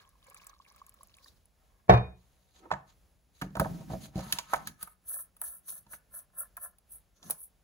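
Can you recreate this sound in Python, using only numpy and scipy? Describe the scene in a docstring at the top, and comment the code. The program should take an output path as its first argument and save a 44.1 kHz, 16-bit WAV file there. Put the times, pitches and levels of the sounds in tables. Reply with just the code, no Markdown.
"""Bowl emptied into a blender jar, blade base screwed on

Water trickles from a glass bowl over chopped vegetables in a plastic jar: rising chirps over shaped noise.
The bowl lands hard on a wooden counter: pushes ring wood and glass modes, and the cupboards boom as filtered noise.
The blade base knocks on the jar (struck modes, noise bursts) and is screwed on in short hissing turns (gated noise).
A quiet kitchen, noise and a faint hum, lies behind; a phone with two microphone ports listens from above."""
import sys
import numpy as np
from scipy import signal
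from scipy.fft import rfft, irfft, next_fast_len
from scipy.io import wavfile
from scipy.ndimage import map_coordinates

SR = 44100
rng = np.random.default_rng(int(sys.argv[2]) if len(sys.argv) > 2 else 0)


def digitize_waveform(pressure):
    """Quantize a signal to 16-bit integers and store it at the path in sys.argv[1].

    Rows of a 2-D input are taken as channels; values are limited to [-1, 1].
    """
    field = np.atleast_2d(pressure).T
    bounded = np.clip(field, -1, 1)
    quanta = np.round(bounded * 32767).astype(np.int16)
    wavfile.write(sys.argv[1], SR, quanta)


N = 336483

# Bowl landing and rocking. Each row: start in seconds, relative blow in dB, nominal contact in ms.
LANDINGS = [(1.881, -40, 0.5), (1.89, -21, 0.5), (1.895, -4, 0.33), (1.901, -7.5, 0.63), (1.922, -13, 0.8),
            (1.936, -13, 0.5), (1.944, -23.5, 0.32), (1.951, -23.5, 0.49), (1.967, -27, 1.6),
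            (1.973, -24, 0.34), (2.006, -36, 1.5)]
# Modes of jar and base. Each row: frequency in Hz, relative level in dB, undamped-by-grip t60 in seconds.
SHELL_MODES = [(464, -8, 0.068), (550, -5, 0.094), (643, -2.5, 0.11), (756.6, -1.5, 0.076),
               (934, -0.5, 0.07), (1068, -1.5, 0.044), (1263, 5.5, 0.036), (1507.5, 1, 0.05),
               (1713, 5, 0.048), (2066, -3, 0.015), (2665, -6, .02)]
# Bright hiss spectrum. Each row: frequency in Hz, relative density in dB per Hz.
HISS_SPECTRUM = [(6000, -60), (7600, -38.5), (8100, -5.5), (9500, -4), (11000, -6.5), (13000, -6.5),
                 (15500, -13)]
# Snap spectrum. Each row: frequency in Hz, relative density in dB per Hz.
SNAP_SPECTRUM = [(1500, -24), (2300, -4), (4200, 0), (5300, -5), (6800, -2), (8000, -8), (9500, -30)]
SHELL_LOW_HZ, KNOCK_PAN_DB = 430, -5


def amp(db):
    """Decibels to amplitude."""
    return 10 ** (np.asarray(db) / 20)


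def unit(x):
    """Scales to rms 1."""
    return x / np.sqrt(np.mean(x ** 2) + 1e-20)


def peaked(x):
    """Scales to peak 1."""
    return x / np.abs(x).max()


def along(points, hz):
    """Interpolates (Hz, value) points on a log axis."""
    f, v = np.transpose(points)
    return np.interp(np.log(hz + 1), np.log(f + 1), v)


def shaped(points):
    """Zero-phase response through (Hz, dB) points."""
    return lambda hz: amp(along(points, hz))


def curves(rows):
    """One gain per sample for each dB column; silent outside the table."""
    s, *cols = np.transpose(rows)
    t = np.arange(N) / SR
    return [amp(np.interp(t, s, c, left=-150, right=-150)) for c in cols]


def wobble(rate_hz):
    """Smooth random curve, rate_hz knots a second."""
    knots = rng.standard_normal(int(N * rate_hz / SR) + 4)
    return map_coordinates(knots, [np.arange(N) * rate_hz / SR])


def filtered(x, response):
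    """x times a complex response of frequency."""
    n = x.shape[-1]
    m = next_fast_len(n + 4096)
    return irfft(rfft(x, m) * response(np.fft.rfftfreq(m, 1 / SR)), m)[..., :n]


def hollow(peaks):
    """Causal resonances from (Hz, width Hz, dB) rows, summed with alternating sign."""
    def response(f):
        total = 0
        for k, (centre, width, db) in enumerate(peaks):
            resonance = 1j * f * width / (centre * centre - f * f + 1j * f * width)
            total = total + (-1) ** k * amp(db) * resonance
        return total
    return response


def rush(response, alike, grain_db, rate_hz, slips=0, slip_rate_hz=100):
    """Stereo noise of rms 1, partly shared by the ports, roughened by level grain and by separate small slips."""
    top_hz = 15750
    shared, left, right = rng.standard_normal((3, N))
    pair = alike * shared + np.sqrt(1 - min(alike, 1) ** 2) * np.array([left, right])
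    impulses = unit(1. * (rng.random(N) < slip_rate_hz / SR))
    pair = pair * (1 + slips * impulses) * amp(grain_db * wobble(rate_hz))
    return unit(filtered(pair, lambda hz: response(hz) * (hz < top_hz)))


def burst(rise_s, t60_s, seconds=.08):
    """Noise with a quick rise and an exponential fall."""
    t = np.arange(round(seconds * SR)) / SR
    return rng.standard_normal(len(t)) * (1 - np.exp(-t / rise_s)) * amp(-60 * t / t60_s)


def ring(modes, seconds, scatter_db, detune, damping=1):
    """Struck modes, each at a new strength and slightly off pitch."""
    t = np.arange(round(seconds * SR)) / SR
    hz, db, t60_s = np.transpose(modes)[:, :, None]
    luck = rng.standard_normal((2, len(modes), 1))
    envelopes = amp(db + scatter_db * luck[0] - 60 * t * damping / t60_s)
    return np.sum(envelopes * np.sin(2 * np.pi * hz * (1 + detune * luck[1]) * t), 0)


def chirp(hz, cycles, rise):
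    """Soft-starting, dying tone; its pitch rises, or falls if rise is negative."""
    t = np.arange(round(3 * cycles / hz * SR)) / SR
    u = t * hz / cycles
    return u * np.exp(1 - u * 1.99) * 2 * np.sin(2 * np.pi * hz * t * (1 + rise * u))


def add(out, s, x, pan_db=0, lead_ms=0):
    """Adds a sound at both ports; positive pan is louder left, positive lead is earlier left."""
    for side, sign in enumerate((1, -1)):
        at = max(round((s - sign * lead_ms / 2000) * SR), 0)
        out[side, at:at + len(x)] += (amp(sign * pan_db / 2) * x)[:N - at]


def kitchen():
    """Far traffic rumble, appliance hum and the ports' own hiss: drifting shaped noise and a wavering sine."""
    # Each row: frequency in Hz, relative density in dB per Hz.
    background = [(20, -30), (35, -3.5), (52, -1.5), (90, -11.5), (180, -17), (330, -25), (600, -23.5),
                  (1200, -31), (2500, -34), (4000, -35.5), (6000, -36.5), (8500, -33.5), (12000, -34.5),
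                  (15500, -36.5)]
    hum = amp(-84.5 + 2.5 * wobble(13)) * np.sin(2 * np.pi * 183 * np.arange(N) / SR)
    drift_db = 0.5 * wobble(1.6)
    return amp(-68.5 + drift_db) * rush(shaped(background), 0.85, grain_db=1.3, rate_hz=9.7) + hum


def water():
    """Fizz and gurgle follow the flow; bubbles ring near the jar's air tone, splashes spit in the treble."""
    # Each row: time in seconds, relative fizz in dB, relative gurgle in dB.
    flow = [(0.0, -62.5, -52.5), (0.17, -87, -76), (0.248, -69, -63), (0.352, -62.5, -57.5),
            (0.53, -75, -61), (0.58, -77, -77), (0.698, -67, -61.5), (0.978, -77, -69.5), (1.098, -71, -72),
            (1.22, -64, -67), (1.26, -53, -77), (1.33, -67, -99), (1.632, -99, -77), (1.86, -92, -72)]
    # Loudest bubbles ringing in the jar. Each row: start in seconds, relative level in dB, pitch in Hz.
    bubbles = [(0.019, -60, 1000), (0.154, -55, 990), (0.282, -51, 980), (0.282, -51, 510),
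               (0.366, -41, 2210), (0.38, -56, 1110), (0.436, -46, 2300), (0.446, -52, 1140),
               (0.332, -63, 1150), (0.347, -46.5, 1220), (0.364, -51, 1080), (0.417, -49, 1100),
               (0.439, -53, 1020), (0.468, -54, 1260), (0.496, -47, 1110), (0.531, -46, 1160),
               (0.564, -54, 1070), (0.6, -42, 1027), (0.663, -48, 2140), (0.712, -49, 1050),
               (0.745, -56, 1130), (0.762, -53, 1230), (0.816, -36, 1053), (0.87, -55, 1140),
               (0.882, -52, 1060), (0.942, -54, 1200), (0.994, -59, 510), (1.029, -59, 614),
               (1.008, -42.5, 1030), (1.031, -49, 1085), (1.168, -58, 1050), (1.2, -65, 510),
               (1.259, -50.5, 1060), (1.26, -48.5, 1700)]
    # Loudest splashes on the vegetables. Each row: start in seconds, relative level in dB, pitch in Hz.
    splashes = [(0.0912, -53, 10800), (.2423, -57, 10200), (.2683, -49, 7120), (0.2997, -43, 11140),
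                (0.345, -39, 8200), (0.373, -49.5, 6100), (.4439, -51, 11000), (.4678, -31.5, 8250),
                (0.4948, -48, 5950), (.7617, -46, 14300), (0.8653, -41, 11400), (0.8939, -43.5, 10800),
                (0.9417, -46, 15000), (1.0323, -40.5, 10700), (1.0722, -51, 11400), (1.14, -56, 4350),
                (1.1685, -51, 10300), (1.2437, -48, 4630), (1.282, -50, 3740), (1.4561, -52, 10300)]
    # Spectra of fizz and of splash spit. Each row: frequency in Hz, relative density in dB per Hz.
    fizz_spectrum = [(1500, -8.5), (2500, -21), (4000, -2), (6500, -8), (9000, -10), (12000, -11.5),
                     (15500, -9)]
    click_spectrum = [(1200, -29), (2500, 11), (4500, 3), (7000, 18.5), (10000, 26.5), (13000, 21),
                      (16500, 13)]
    # Air above the water. Each row: frequency in Hz, width in Hz, relative level in dB.
    air = [(583, 330, -10), (1090, 96, 1), (1256, 200, -9), (1660, 67, -3), (2220, 130, -8)]
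    speck_db, speck_spread_db, speck_low_hz, speck_octaves = -1, 6, 2201, 2.7
    speck_span_s, bubble_span_s = 1.2, 1.4

    out = np.zeros((2, N))
    fizz, gurgle = curves(flow)
    for s, db, hz in bubbles:
        add(out, s, amp(db - 6.0) * chirp(hz, 4.6, 0.027), pan_db=-1.5, lead_ms=0.15)

    for where, size, pitch in rng.random((450, 3)):  # small random splashes over the fizz
        s = where * speck_span_s
        level = fizz[int(s * SR)] * amp(speck_db - speck_spread_db * np.log(size + 0.023))
        add(out, s, level * chirp(speck_low_hz * 2 ** (speck_octaves * pitch), 3.1, 0.061), lead_ms=0.12)

    t = np.arange(SR // 40) / SR
    for s, db, hz in splashes:
        spit = filtered(rng.standard_normal(len(t)) * amp(-60 * t / 0.027), shaped(click_spectrum))
        add(out, s, amp(db) * peaked(spit), lead_ms=.13)
        add(out, s, amp(db) * chirp(hz, 11.7, 0.016), lead_ms=0.2)

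    small = np.zeros((2, N))
    for where, size, pitch in rng.random((700, 3)):  # small random bubbles, heard through the jar's air
        s = where * bubble_span_s
        level = gurgle[int(s * SR)] * amp(-2.0 - 3.5 * np.log(size + 0.04))
        add(small, s, level * chirp(900 * 2 ** (1.5 * pitch), 2.5, .05), lead_ms=.13)

    spray = amp(-1.0) * rush(shaped(fizz_spectrum), 0.27, 6.8, 60)
    gurgling = 0.46 * gurgle * rush(hollow(air), 0.3, 5.7, 51)
    return out + fizz * spray + filtered(small, hollow(air)) + gurgling


def strokes():
    """Hiss, rasp and shell gains: each stroke rises, holds while its level slides, stops and trails off softly."""
    # Strokes of fingers, seal and thread. Each row: start in seconds, hold in seconds, fall over the hold in dB,
    # then relative hiss, rasp and shell in dB.
    stroke_rows = [(1.601, 0.13, -0.5, -95, -89.5, -80.5), (2.174, 0.35, -0.5, -83, -79, -83),
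                   (2.553, 0.044, -1.5, -74.5, -66, -73.5), (2.632, 0.08, 8, -95, -83, -64),
                   (2.734, 0.03, 7, -84, -82, -52), (2.88, 0.024, -2.5, -80.5, -68.5, -74),
                   (3.352, 0.098, -6.5, -74.5, -69, -86), (3.605, 0.065, 8, -55, -53, -71),
                   (3.75, 0.08, 4, -81, -66, -58.5), (3.915, 0.011, 1, -59, -53.5, -51),
                   (4.02, 0.035, -2.5, -57, -54.5, -58.5), (4.167, 0.041, -2.5, -60, -56.5, -50),
                   (4.232, 0.11, -2, -58, -55, -52.5), (4.372, 0.11, 19.5, -55, -52, -54),
                   (4.501, 0.062, -5.5, -57.5, -56, -54.5), (4.602, 0.026, -5.5, -69, -70, -60),
                   (4.68, 0.015, 18, -71, -46, -77), (4.816, 0.0081, -4.5, -52.5, -57.5, -58.5),
                   (4.872, 0.051, 4.5, -59, -81, -66.5), (5.093, 0.12, 4, -36, -65, -59.5),
                   (5.44, 0.13, 12.5, -37.5, -67.5, -61.5), (5.69, 0.099, 11, -38.5, -57.5, -62.5),
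                   (5.923, 0.021, 0.5, -45, -62, -62.5), (6.147, 0.045, 0, -44, -73, -62.5),
                   (6.388, 0.02, -3.5, -37, -71.5, -54), (6.62, 0.027, -5, -42.5, -75, -55),
                   (6.922, 0.041, 2.5, -47, -80.5, -74), (7.164, 0.041, 3.5, -78.5, -74.5, -82.5),
                   (7.241, 0.077, -7, -61.5, -66, -62), (7.389, 0.054, -1.5, -49, -81, -96)]
    # How closely hiss, rasp and shell follow a stroke's edges. Each row: one exponent.
    edge_exponents = [
        [1],
        [0.93],
        [0.61],
    ]
    rise_db_per_s, fall_db_per_s, tail_db, tail_db_per_s = 706, 489, -30, 161

    t, power = np.arange(0, N, 64) / SR, 0
    for s, hold_s, fade_db, *levels_db in stroke_rows:
        after = np.maximum(t - s - hold_s, 0)
        shape = amp(-rise_db_per_s * np.maximum(s - t, 0) - fade_db * np.clip((t - s) / hold_s, 0, 1))
        shape = shape * np.maximum(amp(-fall_db_per_s * after), amp(tail_db - tail_db_per_s * after))
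        power = power + (amp(levels_db)[:, None] * shape ** np.array(edge_exponents)) ** 2
    return [np.interp(np.arange(N) / SR, t, np.sqrt(p)) for p in power]


def open_shell():
    """Slips ring each mode of the open shell, most those near the spot being rubbed."""
    # Where the slips ring. Each row: time in seconds, spot frequency in Hz.
    slide_spot = [(2.6, 806), (2.8, 1100), (3.7, 700), (4.17, 674), (4.25, 950), (4.45, 940), (4.5, 1170),
                  (4.6, 760), (4.8, 1240)]
    slope_db_per_octave = 21.5
    spot_hz = np.interp(np.arange(N) / SR, *np.transpose(slide_spot))
    gains = np.array([amp(db - slope_db_per_octave * abs(np.log2(hz / spot_hz)))
                      for hz, db, _ in SHELL_MODES])[:, None]

    def each(f):
        return np.array([[hollow([(hz, 1.8 / t60_s, 10 * np.log10(t60_s))])(f)]
                         for hz, _, t60_s in SHELL_MODES])

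    modes = rush(each, 0.6, 2.2, 40, slips=0.45, slip_rate_hz=300)
    return np.sum(gains * modes, 0) / np.sqrt(np.sum(gains ** 2, 0))


def sliding():
    """Rubber seal and thread hiss, skin and plastic rasp in small slips, the shell resonates, the counter rumbles."""
    # Jar rocking on the counter. Each row: time in seconds, rumble in dB.
    rocking = [(2.55, -73.5), (2.68, -69), (2.9, -83), (3.4, -76), (3.46, -50), (3.7, -41), (3.86, -51),
               (3.97, -45.5), (4.11, -58), (4.2, -41), (4.36, -65), (4.7, -53.5), (4.95, -99), (5.35, -102),
               (5.75, -67.5), (6.02, -91), (7.14, -98), (7.26, -57), (7.4, -91)]
    # Spectra of rasp, seal rasp and rumble. Each row: frequency in Hz, relative density in dB per Hz.
    rasp_spectrum = [(1500, -7.5), (2300, -6.5), (3800, -3.5), (5200, -15.5), (6500, -2), (7800, -5.5),
                     (9000, -29)]
    seal_spectrum = [(1800, -16), (2600, -17.5), (3800, -9), (4500, -8), (5200, -16.5), (5700, -3),
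                     (6300, 0.5), (7100, -7.5), (7600, -16), (9000, -49)]
    rumble_spectrum = [(25, -40), (45, -12), (85, -16), (145, 0), (190, -3), (300, -14), (600, -40)]
    # Rubbed plastic, then the closed jar. Each row: frequency in Hz, width in Hz, relative level in dB.
    rub_peaks = [(2730, 100, -17), (4090, 650, 7), (5100, 500, 0), (6220, 300, 6), (6800, 570, 1)]
    sealed_peaks = [(585, 77, -5.5), (715, 45, -5), (1046, 42, -3), (1359, 83, -2), (1721, 59, -1.5)]
    # The seal catches and lets go. Each row: start in seconds, peak in dB.
    catch_rows = [(5.14, -47), (5.164, -44.5), (5.187, -45.5), (5.439, -41.5), (5.723, -52.5), (5.932, -50),
                  (6.139, -49.5), (6.166, -47.5), (6.334, -60.5), (6.37, -58), (6.409, -49), (6.431, -43.5),
                  (6.574, -35.5), (6.644, -57), (6.674, -57)]
    sealed_from_s, slip_top_hz = 5.0, 2040
    sealed_db, seal_rasp_db, rub_db = -1, 2.5, -3

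    def closed(f):
        top_cut = 1 + (f / slip_top_hz) ** 5
        low_cut = 1 + (SHELL_LOW_HZ / (f + 1)) ** 6
        return hollow(sealed_peaks)(f) / top_cut / low_cut

    (hiss, rasp, shell), (rumble,) = strokes(), curves(rocking)
    is_open = np.arange(N) < sealed_from_s * SR

    rub = rush(shaped(rasp_spectrum), .5, 2.5, 150, slips=.7, slip_rate_hz=300)
    rub = rub + amp(rub_db) * rush(hollow(rub_peaks), .6, 3.2, 60, slips=.45, slip_rate_hz=400)
    seal_rasp = amp(seal_rasp_db) * rush(shaped(seal_spectrum), 0.56, 3.3, 45, slips=0.27, slip_rate_hz=270)
    grit = np.where(is_open, unit(rub), seal_rasp)

    closed_slips = amp(sealed_db) * rush(closed, 0.85, 2.9, 50, slips=0.97, slip_rate_hz=130)
    slips = np.where(is_open, open_shell(), closed_slips)

    catches = np.zeros((2, N))
    for s, db in catch_rows:
        add(catches, s, amp(db) * peaked(filtered(burst(0.00057, 0.011, seconds=.06), closed)), lead_ms=.15)

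    hissing = hiss * rush(shaped(HISS_SPECTRUM), 0.95, 2.0, 300)
    rumbling = rumble * rush(shaped(rumble_spectrum), 0.87, 6.1, 6.7)
    return hissing + rasp * grit + shell * slips + catches + rumbling


def bowl():
    """Each landing pushes the counter with a smooth pulse and shakes what stands on it; the glass rings on."""
    # Counter top under the bowl. Each row: frequency in Hz, relative level in dB, t60 in seconds.
    counter = [(120.1, 1, 0.16), (179.3, -2, 0.21), (377.5, -9, 0.11), (433.8, -12, 0.26),
               (484, -15.5, 0.11), (545, -14.5, 0.19), (647, 0.5, 0.069), (722, 3.5, .12), (813, -11, .12),
               (958, -10.5, 0.21), (1058, 0, .12), (1440, -5.5, 0.037), (1730, -10.5, 0.11),
               (2290, -8.5, 0.075)]
    # Glass, close pairs beating. Each row: frequency in Hz, relative level in dB, t60 in seconds, landing index.
    glass_modes = [(2446, -44, .36, 4), (2457, -44.3, .36, 4), (3745, -38, .36, 2), (3712, -51, .3, 2),
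                   (3190, -40, .09, 2), (2690, -38, .1, 2)]
    # Loose things on the counter. Each row: frequency in Hz, relative density in dB per Hz.
    clatter = [(150, -20), (400, -3), (700, 0), (1200, -5), (2200, -13), (3500, -27), (7000, -46),
               (14000, -70)]
    wood_top_hz, glass_db, glass_rise_s = 7500, 3.5, 0.0012

    out = np.zeros((2, N))
    deep = [mode for mode in counter if mode[0] < 500]
    for s, db, contact_ms in LANDINGS:
        push = np.hanning(round(contact_ms * SR / 1000) + 3)
        push = amp(db - 12.0) * push / push.sum()
        add(out, s, np.convolve(ring(deep, 0.55, 2.7, 0.025), push), lead_ms=0.03)
        add(out, s, np.convolve(ring(counter[len(deep):], .5, 4.0, 0.016), push), lead_ms=-0.41)
        shaken = filtered(burst(0.0019, 0.088, seconds=.4), shaped(clatter))
        add(out, s, amp(db + 6) * shaken, lead_ms=-0.14)
        snap = peaked(filtered(burst(0.00078, 0.036), shaped(SNAP_SPECTRUM)))
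        add(out, s, amp(db - 27.0) * snap / contact_ms, lead_ms=-0.073)
    out = filtered(out, lambda hz: 1 / (1 + 1j * hz / wood_top_hz))  # the landing grows gently duller above 7.5 kHz

    for s, db, _ in LANDINGS:  # the glass edge ticks brightly
        add(out, s, amp(db - 35.0) * peaked(filtered(burst(0.001, 0.05), shaped(HISS_SPECTRUM))))
    for k, (*mode, landing) in enumerate(glass_modes):  # neighbours start in opposition
        glass = (-1) ** k * ring([mode], .6, 0, 0)
        onset = 1 - np.exp(-np.arange(len(glass)) / SR / glass_rise_s)
        add(out, LANDINGS[landing][0], amp(glass_db) * glass * onset, lead_ms=-.1)
    return out


def cupboards():
    """The hollow cupboards under the counter boom after the bowl's hardest landing, differently at each port."""
    # Each row: frequency in Hz, relative density in dB per Hz.
    boom = [(35, -43), (50, -8), (66, 4.5), (85, -4.5), (130, -13.5), (220, -47), (600, -120)]
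    out = np.zeros((2, N))
    shared, left, right = (filtered(burst(0.00077, 0.41, seconds=.8), shaped(boom)) for _ in range(3))
    at = round(LANDINGS[2][0] * SR)
    out[:, at:at + len(shared)] = amp(-21) * peaked(shared + 0.64 * np.array([left, right]))
    return out


def walls(x):
    """Each frequency of the kitchen's answer dies at its own speed; only the bass is alike at both ports."""
    # Each row: frequency in Hz, t60 in seconds.
    room_t60 = [(100, .38), (600, .3), (2000, .33), (6000, .27), (14000, .17)]
    hz, t, z = signal.stft(rng.standard_normal((2, SR // 2)), SR, nperseg=256)
    apart = (1 / (1 + (420 / (hz + 1)) ** 3))[:, None]
    z = np.array([z[0] + apart * z[1], z[0] - apart * z[1]]) / np.sqrt(1 + apart ** 2)
    decay = amp(-60 * t / along(room_t60, hz)[:, None])
    tail = signal.istft(z * decay, SR, nperseg=256)[1]
    tail[:, :200] = 0  # samples before the first echo
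    return signal.fftconvolve(x.mean(0)[None], tail / np.linalg.norm(tail[0]), axes=1)[:, :N]


def dragging():
    """Plastic dragged over the counter: a low scuff that swells while the base or the jar slides."""
    # Each row: time in seconds, level in dB.
    drag = [(2.52, -99), (2.6, -60), (2.66, -63), (2.72, -58), (2.85, -86.5), (7.1, -103.5), (7.2, -79),
            (7.26, -68), (7.3, -73), (7.4, -95.5)]
    # Each row: frequency in Hz, relative density in dB per Hz.
    scuff = [(120, -23), (220, -6.5), (350, 5.5), (550, -6), (900, -28), (2000, -47)]
    return curves(drag)[0] * rush(shaped(scuff), 0.92, 4, 40)


def knocks():
    """Plastic on plastic: shell modes near the spot struck, a dry clack, a counter thump, a snap and a bright tick."""
    # Each row: start in seconds, then relative shell, thump, snap and tick in dB, spot struck in Hz.
    knock_rows = [(2.655, -44.5, -66, -76, -84, 970), (2.706, -32.5, -68, -58, -81, 1000),
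                  (2.714, -25.5, -41, -36, -54.5, 1970), (2.724, -29, -31, -36, -77, 700),
                  (2.736, -29, -33.5, -43, -75, 1284), (3.414, -32, -44, -38.5, -47, 1500),
                  (3.419, -27.5, -32.5, -32.5, -45.5, 1720), (3.425, -38, -35, -49, -69, 786),
                  (3.44, -46, -35.5, -64, -63.5, 450), (3.462, -69, -34, -68.5, -79, 450),
                  (3.505, -66, -36, -61, -89, 601), (3.553, -31.5, -34, -40, -57, 920),
                  (3.568, -28, -26, -45.5, -48.5, 950), (3.597, -20, -17, -28.5, -30, 1160),
                  (3.611, -20, -20, -51, -50, 607), (3.646, -30, -40, -56, -62.5, 1270),
                  (3.656, -27.5, -26, -59, -65, 690), (3.709, -58, -27.5, -55, -61, 653),
                  (3.745, -68, -37, -73.5, -77, 600), (3.808, -50.5, -57, -54, -76, 537),
                  (3.9, -37.5, -37.5, -66, -64.5, 710), (3.915, -39.5, -26, -60.5, -72, 674),
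                  (3.934, -32.5, -24.5, -49.5, -56.5, 700), (3.949, -38, -38, -65, -65.5, 625),
                  (4.081, -58, -39.5, -69, -63.5, 533), (4.156, -50, -19, -43.5, -62.5, 595),
                  (4.178, -36.5, -28.5, -43, -53, 560), (4.191, -36, -27.5, -40, -66, 700),
                  (4.206, -52, -46, -40.5, -64, 600), (4.224, -57.5, -40, -60.5, -69.5, 998),
                  (4.265, -47, -36.5, -55, -70.5, 922), (4.324, -30, -73, -16, -23.5, 1690),
                  (4.333, -46.5, -36, -29, -50.5, 940), (4.386, -31, -47.5, -19, -36, 1050),
                  (4.529, -37, -74, -54, -56, 1100), (4.539, -21, -60, -38.5, -56, 1400),
                  (4.535, -18.5, -66, -27.5, -34, 980), (4.559, -64, -40, -37, -48, 692),
                  (4.672, -36.5, -60, -29, -34, 1650), (4.694, -53, -46, -47, -69, 1260),
                  (4.828, -42, -43.5, -36, -30, 1284), (4.874, -42, -84, -68, -51.5, 1300),
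                  (5.366, -60, -83, -60, -54.5, 1370), (5.415, -37, -84, -44, -28.5, 1195),
                  (5.865, -58.5, -53, -61, -76, 910), (5.933, -39, -50.5, -62, -51, 1760),
                  (6.568, -43.5, -65, -47.5, -37.5, 1720), (6.784, -70, -86, -61, -55, 735),
                  (7.228, -55, -65.5, -43.5, -78, 1050), (7.299, -49, -55.5, -48.5, -31.5, 970),
                  (7.307, -54, -57.5, -31, -22, 1660), (7.312, -42, -74, -43, -60, 1100)]
    # Jar bouncing on the counter. Each row: frequency in Hz, relative level in dB, t60 in seconds before damping.
    thump_modes = [(145.6, -8.5, 0.41), (186, 2.5, 0.17), (298.7, -3.5, 0.12), (390, -12, 0.15)]
    below_db_per_octave, above_db_per_octave = 11, 18  # mode fall away from the spot
    contact_cycles = 1.4  # a low spot is a slower contact
    grip_damping, thump_damping = 1.6, 1.61  # divide the modes' t60
    clack_db, clack_t60_s = -8, 0.061

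    def low_cut(hz):
        return 1 / (1 + (SHELL_LOW_HZ / (hz + 1)) ** 6)

    out = np.zeros((2, N))
    for s, shell_db, thump_db, snap_db, tick_db, spot_hz in knock_rows:
        modes = []
        for hz, db, t60_s in SHELL_MODES:
            slope_db = above_db_per_octave if hz > spot_hz else below_db_per_octave
            modes.append((hz, db - abs(np.log2(hz / spot_hz)) * slope_db, t60_s))
        shell = ring(modes, .25, 3, 0.012, grip_damping)
        shell = shell * (1 - np.exp(-np.arange(len(shell)) / SR * spot_hz / contact_cycles))
        add(out, s, amp(shell_db) * peaked(filtered(shell, low_cut)), KNOCK_PAN_DB, lead_ms=0.19)

        clack = filtered(burst(0.00054, clack_t60_s, seconds=.15),
                         lambda hz: 1 / (1 + np.log2((hz + 1) / spot_hz) ** 4 * 3.3))
        add(out, s, amp(shell_db + clack_db) * peaked(clack), KNOCK_PAN_DB, lead_ms=0.11)

        push = np.hanning(round(0.003 * SR))
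        thump = np.convolve(ring(thump_modes, .4, 4, 0.04, thump_damping), push / push.sum())
        add(out, s, amp(thump_db - 6.5) * thump)

        snap, tick = (burst(.0007, .022) + .18 * burst(.002, .07) for _ in range(2))
        snap = peaked(filtered(snap, shaped(SNAP_SPECTRUM)))
        add(out, s, amp(snap_db) * snap, KNOCK_PAN_DB, lead_ms=0.13)
        add(out, s, amp(tick_db + 9.0) * peaked(filtered(tick, shaped(HISS_SPECTRUM))))
    return out


def whacks():
    """Hard edge-on blows: a sharp swing of the wall, sagging in pitch, over almost at once."""
    # Each row: start in seconds, peak in dB before panning, pitch in Hz.
    whack_rows = [(2.7152, -13, 995), (3.5978, -20.5, 1092), (4.5343, -12, 974)]
    out = np.zeros((2, N))
    for s, db, hz in whack_rows:
        add(out, s, amp(db) * peaked(chirp(hz, 1.3, -0.043)), KNOCK_PAN_DB, lead_ms=.16)
    return out


def pops():
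    """The wall flexes with a pop, a quick downward sweep: the treble of a bending wave arrives first."""
    # Each row: start in seconds, level in dB.
    pop_rows = [(3.552, -42), (7.298, -37.5)]
    from_hz, to_hz, length_s = 1510, 230, 0.0081
    out = np.zeros((2, N))
    u = np.arange(round(length_s * SR)) / (length_s * SR)
    hz = from_hz * (to_hz / from_hz) ** u
    sweep = np.sin(np.pi * u ** 0.63) * np.sin(2 * np.pi * np.cumsum(hz) / SR)
    for s, db in pop_rows:
        add(out, s, amp(db) * sweep, lead_ms=.1)
    return out


def scene():
    """Sums all sources; landing and hits also excite the room."""
    landing, hits = bowl(), knocks() + pops() + whacks()
    echoes = walls(amp(-8.5) * landing + amp(-12) * hits)
    return landing + hits + echoes + cupboards() + water() + sliding() + dragging() + kitchen()


def record(dry):
    """The phone shares treble between channels, left slightly late, cuts deep bass, rounds peaks and cuts the top."""
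    split_hz, aligned_hz, skew_s = 6800, 6175, 0.00021
    low_cut_hz, ceiling, top_hz = 37, 1, 16800

    def high(hz):
        return 1 / (1 + (split_hz / (hz + 1)) ** 16)

    def skew(hz):  # channels in phase at aligned_hz
        return np.exp(1j * np.pi * (hz - aligned_hz) * skew_s * np.array([[-1], [1]]))

    treble = filtered(dry.mean(0), lambda hz: high(hz) * skew(hz))
    both = filtered(dry, lambda hz: 1 - high(hz)) + treble
    both = signal.sosfilt(signal.butter(6, low_cut_hz, "high", fs=SR, output="sos"), both)
    both = both / (1 + np.abs(both / ceiling) ** 6) ** (1 / 6)
    return filtered(both, lambda hz: hz < top_hz)


dry = scene()
out = record(dry)
digitize_waveform(out)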